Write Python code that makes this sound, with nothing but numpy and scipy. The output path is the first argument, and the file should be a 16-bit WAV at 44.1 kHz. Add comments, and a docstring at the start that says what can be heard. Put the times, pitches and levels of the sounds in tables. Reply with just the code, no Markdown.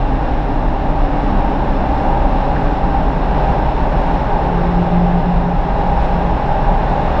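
"""Low road rumble, tyre roar and a sinking engine drone, inside a turbocharged car in a tunnel.
Bumps shake and thump the body. Roar and hiss follow the road surface; the tread sings in a slow beat.
The walls throw back faint whooshes; loose trim ticks. The revs settle, one push on the throttle brings
out the engine's overtones, and once the turbo has spun up the exhaust booms for a second."""
import sys
import numpy as np
from scipy import signal
from scipy.fft import rfft, irfft
from scipy.io import wavfile
from scipy.ndimage import uniform_filter1d, minimum_filter1d

SR = 44100
rng = np.random.default_rng(int(sys.argv[2]) if len(sys.argv) > 2 else 0)


def put_to_file(sound):
    """Save the sound as 16-bit audio at rate SR, in the file named by the first command-line argument."""
    columns = np.atleast_2d(sound).T  # one column per channel
    safe = np.clip(columns, -1, 1)
    whole_steps = np.round(safe * 32767)
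    wavfile.write(sys.argv[1], SR, whole_steps.astype(np.int16))


N = 317520

# body heaving on springs and bushes: f/Hz, width/Hz, relative level/dB
HEAVE_MODES = [(20, 9, -5), (32.2, 13.2, -0.5)]
# lowest cabin air mode: f/Hz, width/Hz, relative level/dB
AIR_MODE = [(56.6, 6.4, 1)]
# rough road patches: t/s, gain/dB
ROUGH_PATCHES = [(2.1, 4.5), (3.08, 4), (3.6, 3), (6.07, 6.5), (7.12, 3)]
# hollow mid rumble: f/Hz, width/Hz, relative level/dB
RUMBLE_MODES = [(262, 30, 0.5), (291, 40, 3.5)]
# body and cabin air modes: f/Hz, width/Hz, level/dB
BODY_MODES = [(82, 24, -33.5), (135.7, 32, -26), (155, 27, -37), (219, 40, -32.5)]
# road coarseness: t/s, level/dB re average asphalt
COARSENESS = [(0.0, -2), (0.27, -0.5), (0.55, -2), (0.95, -1), (1.22, 0.5), (1.75, 0), (2.03, 1),
              (2.3, 0.5), (3.15, 0), (3.5, 1.5), (3.75, -0.0), (4.0, 1.3), (4.8, 0.55), (5.35, -1.4),
              (6.0, 0.5), (6.25, 0.5), (6.95, 1.8), (7.2, 3)]
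# tyre roar through doors and floor: f/Hz, relative density/dB
ROAR_SPECTRUM = [(150, -22), (350, -8), (470, -7), (540, -2.5), (620, -1), (690, -4.5), (775, 1.5),
                 (900, -2.5), (1030, -8.5), (1150, -10.5), (1340, -16), (1580, -14.5), (2100, -23.5),
                 (2700, -32.5), (4000, -51)]
# engine firing rate: t/s, f/Hz
FIRING_RATE = [(0.0, 228.8), (0.8, 208.8), (1.2, 201.4), (1.6, 199.3), (2.0, 191), (2.6, 183.5),
               (3.2, 178.1), (4.4, 173.6), (5.2, 175.4), (6.2, 175.2), (7.2, 177)]
# exhaust load, lagging the throttle as the turbo spins up: t/s, share/1
TURBO_LOAD = [(4.47, 0), (4.54, 0.63), (4.65, 0.65), (4.73, 0.98), (5.0, 0.96), (5.29, 1), (5.39, .68),
              (5.48, .62), (5.515, 0)]
# firing tone swells and dips: t/s, half-width/s, gain/dB
DRONE_SWELLS = [(1.38, .2, 12.5), (2.15, .3, 7), (3.4, .25, 3), (4.86, .06, -4), (5.227, 0.022, -25),
                (5.43, .016, -10)]
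# engine overtones: multiple of firing rate/1, loaded level/dB, delay after push/s, attack/s, hold/s
ENGINE_ORDERS = [(1 / 2, -35.5, .3, .34, 0.36), (3 / 2, -33.5, .6, 0.35, 0.2), (2, -31.5, 0, .45, 0.48),
                 (5 / 2, -31, -.08, 0.35, 0.14), (3, -32, 0.2, 0.1, 0.05)]
# air past glass and seals: f/Hz, relative density/dB
WIND_SPECTRUM = [(1500, -14.5), (2300, 0), (2780, 3.5), (3100, -3.5), (3600, -2), (4100, -6), (4750, -13.5),
                 (5250, -9.5), (6100, -21.5), (7500, -25.5), (9000, -34.5), (10500, -38), (13500, -52.5)]
# tread tones: f/Hz, width/Hz, relative level/dB
TREAD_TONES = [(615, 22, -11), (804, 32, -1.5), (850, 26, -6), (925, 34, -7)]
# tread song surges: t/s, half-width/s, gain/dB
TREAD_SURGES = [(1.52, .1, 2.5), (2.15, .13, 4), (5.87, .17, 3), (6.2, .08, 5), (6.55, 0.27, 2.5),
                (7.05, .12, 2)]
# low tread tone: f/Hz, width/Hz, level/dB under full push once built up (quieter otherwise)
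TREAD_LOW_TONE = [(404, 12, -30.7)]
# road bumps: t/s, envelope peak/dB
ROAD_BUMPS = [(0.13, -12), (0.365, -8.5), (0.56, -9), (0.87, -10), (0.99, -10), (1.34, -11), (1.465, -10),
              (1.69, -12), (1.885, -10.5), (2.175, -10), (2.235, -9.5), (2.555, -10.5), (3.21, -13),
              (3.95, -13), (4.125, -9), (6.655, -7.5)]
# wall features going by: t/s, half-width/s, level/dB
WALL_FEATURES = [(2.0, .1, -42), (4.0, .14, -44.5), (6.046, 0.051, -40)]
# their whoosh: f/Hz, relative density/dB
WHOOSH_SPECTRUM = [(1100, 2.5), (2700, -7.5), (5200, -20), (6500, -25.5), (8500, -31), (13000, -54)]
# trim ticks: t/s, f/Hz, decay/s, level/dB before the envelope
TRIM_TICKS = [(2.560, 1650, 0.0035, -13), (6.195, 12800, .003, -53)]

PUSH_S, PUSH_ATTACK_S, PUSH_RELEASE_S = 4.12, 0.34, 0.23
THUMP_HZ, THUMP_RISE_S = 33, 0.022
TIME_S = np.arange(N) / SR
BINS_HZ = np.maximum(np.arange(N // 2 + 1) * SR / N, 1)


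def undb(db):
    """Decibels to gain."""
    return 10 ** (np.asarray(db) / 20)


def unit(x):
    """Scale to rms 1."""
    return x / np.sqrt(np.mean(x ** 2))


def curve(rows):
    """Join (t/s, value) rows by straight lines."""
    return np.interp(TIME_S, *np.transpose(rows))


def ramp(start_s, length_s):
    """Linear rise from 0 to 1, then hold."""
    return np.clip((TIME_S - start_s) / length_s, 0, 1)


def bell(centre_s, half_width_s):
    """Gaussian swell, peak 1."""
    return np.exp(-((TIME_S - centre_s) / half_width_s) ** 2)


def walk(rate_hz):
    """Random steps, smoothed twice; rms 1."""
    hold = int(SR / rate_hz)
    steps = np.repeat(rng.standard_normal(1000), hold)[:N]
    return unit(uniform_filter1d(uniform_filter1d(steps, hold), hold))


def noise(response):
    """White noise through a frequency response."""
    return irfft(rfft(rng.standard_normal(N)) * response, N)


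def hiss(spectrum):
    """Noise shaped by (f/Hz, density/dB) rows, rolled off past both ends; rms 1."""
    hz, db = np.transpose(spectrum)
    skirts = np.minimum(BINS_HZ / hz[0], 1) ** 2 * np.minimum(hz[-1] / BINS_HZ, 1) ** 4
    return unit(noise(skirts * undb(np.interp(np.log(BINS_HZ), np.log(hz), db))))


def ring(modes):
    """Steep-sided resonances under random forcing, each at its own rms level."""
    power = 0
    for hz, width_hz, db in modes:
        detune = (BINS_HZ / hz - hz / BINS_HZ) * hz / width_hz
        power += (undb(db) * unit(1 / (1 + detune ** 2 / 2))) ** 2
    return noise(np.sqrt(power))


def steady(x, share, span_s):
    """Even out a share of a narrow band's random swelling."""
    power = uniform_filter1d(np.abs(signal.hilbert(x)) ** 2, int(span_s * SR))
    return unit(x * power ** (-share / 2)) * np.std(x)


def throttle(delay_s, attack_s, hold_s):
    """Response to the push, 0-1: attack, hold, release."""
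    start_s = PUSH_S + delay_s
    return ramp(start_s, attack_s) - ramp(start_s + attack_s + hold_s, PUSH_RELEASE_S)


def patch_db():
    """Extra shaking on rough patches."""
    return sum(db * bell(at_s, 0.23) for at_s, db in ROUGH_PATCHES)


def road(easing_db_per_s=-0.15, duck_db=-5):
    """Small bumps keep body and cabin air ringing; rough patches make the air boom."""
    # the low heave eases as the road smooths out, and dips briefly under each thump
    dips_db = duck_db * sum(bell(at_s + THUMP_RISE_S, 0.035) for at_s, _ in ROAD_BUMPS)
    heave_db = -17 + easing_db_per_s * TIME_S + dips_db
    heave = undb(heave_db) * steady(ring(HEAVE_MODES), share=0.85, span_s=0.24)
    boom = undb(-26 + patch_db()) * steady(ring(AIR_MODE), share=0.89, span_s=0.26)
    rumble_db = -30.5 - 6.5 * ramp(2.02, 3.2)
    rumble = undb(rumble_db) * steady(ring(RUMBLE_MODES), share=0.37, span_s=0.39)
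    body = steady(ring(BODY_MODES), share=0.35, span_s=0.49)
    return heave + boom + rumble + body


def tyre_roar(asphalt_db=-21, flutter_db=0.14):
    """Rolling tyres roar louder on a coarser surface."""
    return undb(asphalt_db + curve(COARSENESS) + flutter_db * walk(14)) * hiss(ROAR_SPECTRUM)


def drone(firing_hz, phase, base_db=-32, boost_db=18, linger_db=2.5, slope_db_per_hz=-0.15):
    """The firing tone booms in the cabin, most at low revs and under exhaust load."""
    load = curve(TURBO_LOAD)
    swell_db = sum(db * bell(at_s, half_s) for at_s, half_s, db in DRONE_SWELLS)
    rough_db = 1.8 * walk(30) + 2.5 * (1 - load) * walk(5.89)
    revs_db = slope_db_per_hz * (firing_hz - firing_hz.min())
    push_db = boost_db * load + linger_db * ramp(PUSH_S, PUSH_ATTACK_S) * (1 - load)
    return undb(base_db + revs_db + push_db + swell_db + rough_db) * np.sqrt(2) * np.sin(phase)


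def engine(waver=0.0018):
    """Firing tone, cabin hum and overtones, locked to one slightly wavering phase."""
    firing_hz = curve(FIRING_RATE)
    phase = 2 * np.pi * np.cumsum(firing_hz * (1 + waver * walk(18))) / SR
    return drone(firing_hz, phase) + cabin_hum(firing_hz, phase) + overtones(phase)


def wind(asphalt_db=-42, buffet_db=0.38):
    """Air and tyre hiss, thrown back by the tunnel walls, leak in through the seals."""
    surface_db = 0.78 * curve(COARSENESS) + 0.082 * patch_db()
    return undb(asphalt_db + surface_db + buffet_db * walk(14)) * hiss(WIND_SPECTRUM)


def tread_song(base_db=-28.5, core_hz=806, waver=0.009, beat_period_s=0.743, crest_s=2.16):
    """Unevenly spaced tread blocks sing in smeared, slowly beating tones round a clean core."""
    smeared = steady(ring(TREAD_TONES), share=0.51, span_s=0.13)
    core_phase = 2 * np.pi * np.cumsum(core_hz * (1 + waver * walk(18))) / SR
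    core = undb(-6.5) * np.sqrt(2) * np.sin(core_phase)
    beat_db = 2.5 * np.cos(2 * np.pi * (TIME_S - crest_s) / beat_period_s)
    build_db = -6.5 * (1 - ramp(0, 2.1))
    surge_db = sum(db * bell(at_s, half_s) for at_s, half_s, db in TREAD_SURGES)
    return undb(base_db + 0.93 * curve(COARSENESS) + beat_db + build_db + surge_db) * (smeared + core)


def tread_hum(cruise_db=-1.5, start_db=-4.5, build_s=5):
    """A narrow 404 Hz tyre hum builds slowly, slightly louder during the throttle push."""
    push = throttle(delay_s=0, attack_s=PUSH_ATTACK_S, hold_s=0.31)
    gain_db = cruise_db * (1 - push) + start_db * (1 - ramp(0, build_s))
    return undb(gain_db) * steady(ring(TREAD_LOW_TONE), share=0.9, span_s=0.15)


def thumps():
    """Each bump kicks the body, which swings a few times and settles."""
    out = np.zeros(N)
    for at_s, db in ROAD_BUMPS:
        age_s = np.maximum(TIME_S - at_s, 0)
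        envelope = age_s / THUMP_RISE_S * np.exp(1 - age_s / THUMP_RISE_S)
        out -= undb(db) * envelope * np.sin(2 * np.pi * THUMP_HZ * age_s)
    return out


def cabin_hum(firing_hz, phase, mode_hz=109, half_width_hz=2, resonant_db=-31):
    """A cabin resonance hums as half the firing rate sinks through it."""
    response = 1 / np.hypot(1, (firing_hz / 2 - mode_hz) / half_width_hz)
    return undb(resonant_db) * response * np.sqrt(2) * np.sin(phase / 2)


def wall_whooshes():
    """Evenly spaced wall features each throw back a short, bright whoosh."""
    envelope = sum(undb(db) * bell(at_s, half_s) for at_s, half_s, db in WALL_FEATURES)
    return envelope * hiss(WHOOSH_SPECTRUM)


def exhaust_pipe(pipe_hz=178, width_hz=26, base_db=-28.5, capture_hz=8, load_db=-6):
    """Uneven firings rumble in the pipe as their rate nears its resonance; load evens them out."""
    closeness = 1 / np.hypot(1, (curve(FIRING_RATE) - pipe_hz) / capture_hz)
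    rumble = steady(ring([(pipe_hz, width_hz, base_db)]), share=0.4, span_s=0.16)
    return closeness * undb(load_db * curve(TURBO_LOAD)) * rumble


def trim_ticks(rise_s=0.003, relative_width=0.13):
    """Loose plastic ticks: a rounded start and a broad, quickly damped ring."""
    out = np.zeros(N)
    for at_s, hz, decay_s, db in TRIM_TICKS:
        rise = np.sin(np.pi / 2 * ramp(at_s, rise_s)) ** 2
        decay = np.exp(-np.abs(TIME_S - at_s) / decay_s)
        band = unit(noise(np.exp(-((BINS_HZ / hz - 1) / relative_width) ** 2)))
        out += undb(db) * rise * decay * band
    return out


def overtones(phase, off_load_db=-14.5, rough_db=1.3):
    """Firing harmonics rise with the throttle; unequal cylinder groups add half orders."""
    out = np.zeros(N)
    for order, loaded_db, delay_s, attack_s, hold_s in ENGINE_ORDERS:
        load = throttle(delay_s, attack_s, hold_s)
        level_db = loaded_db + off_load_db * (1 - load) + rough_db * walk(6.7)
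        out += undb(level_db) * np.sqrt(2) * np.sin(order * phase + rng.uniform(0, 2 * np.pi))
    return out


def scene():
    """All sources at the driver's seat, mono."""
    motor = engine() + exhaust_pipe()
    rolling = tread_hum() + road() + thumps() + tyre_roar() + tread_song()
    return (motor + rolling + wind() + wall_whooshes() + trim_ticks())[None]


def record(dry, low_cut_hz=12, limit_db=-1.8, limit_span_s=0.02, top_hz=14200):
    """Low cut, peak limiter, soft ends, steep top cut."""
    wet = signal.sosfilt(signal.butter(2, low_cut_hz, "high", fs=SR, output="sos"), dry)
    span = int(limit_span_s * SR)
    overshoot = np.maximum(np.abs(wet) / undb(limit_db), 1)
    gain = minimum_filter1d(1 / overshoot, 2 * span)
    wet *= uniform_filter1d(uniform_filter1d(gain, span), span)
    wet *= signal.windows.tukey(N, 0.0005)
    return signal.sosfilt(signal.ellip(8, 0.2, 70, top_hz, fs=SR, output="sos"), wet)


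dry = scene()
out = record(dry)
put_to_file(out)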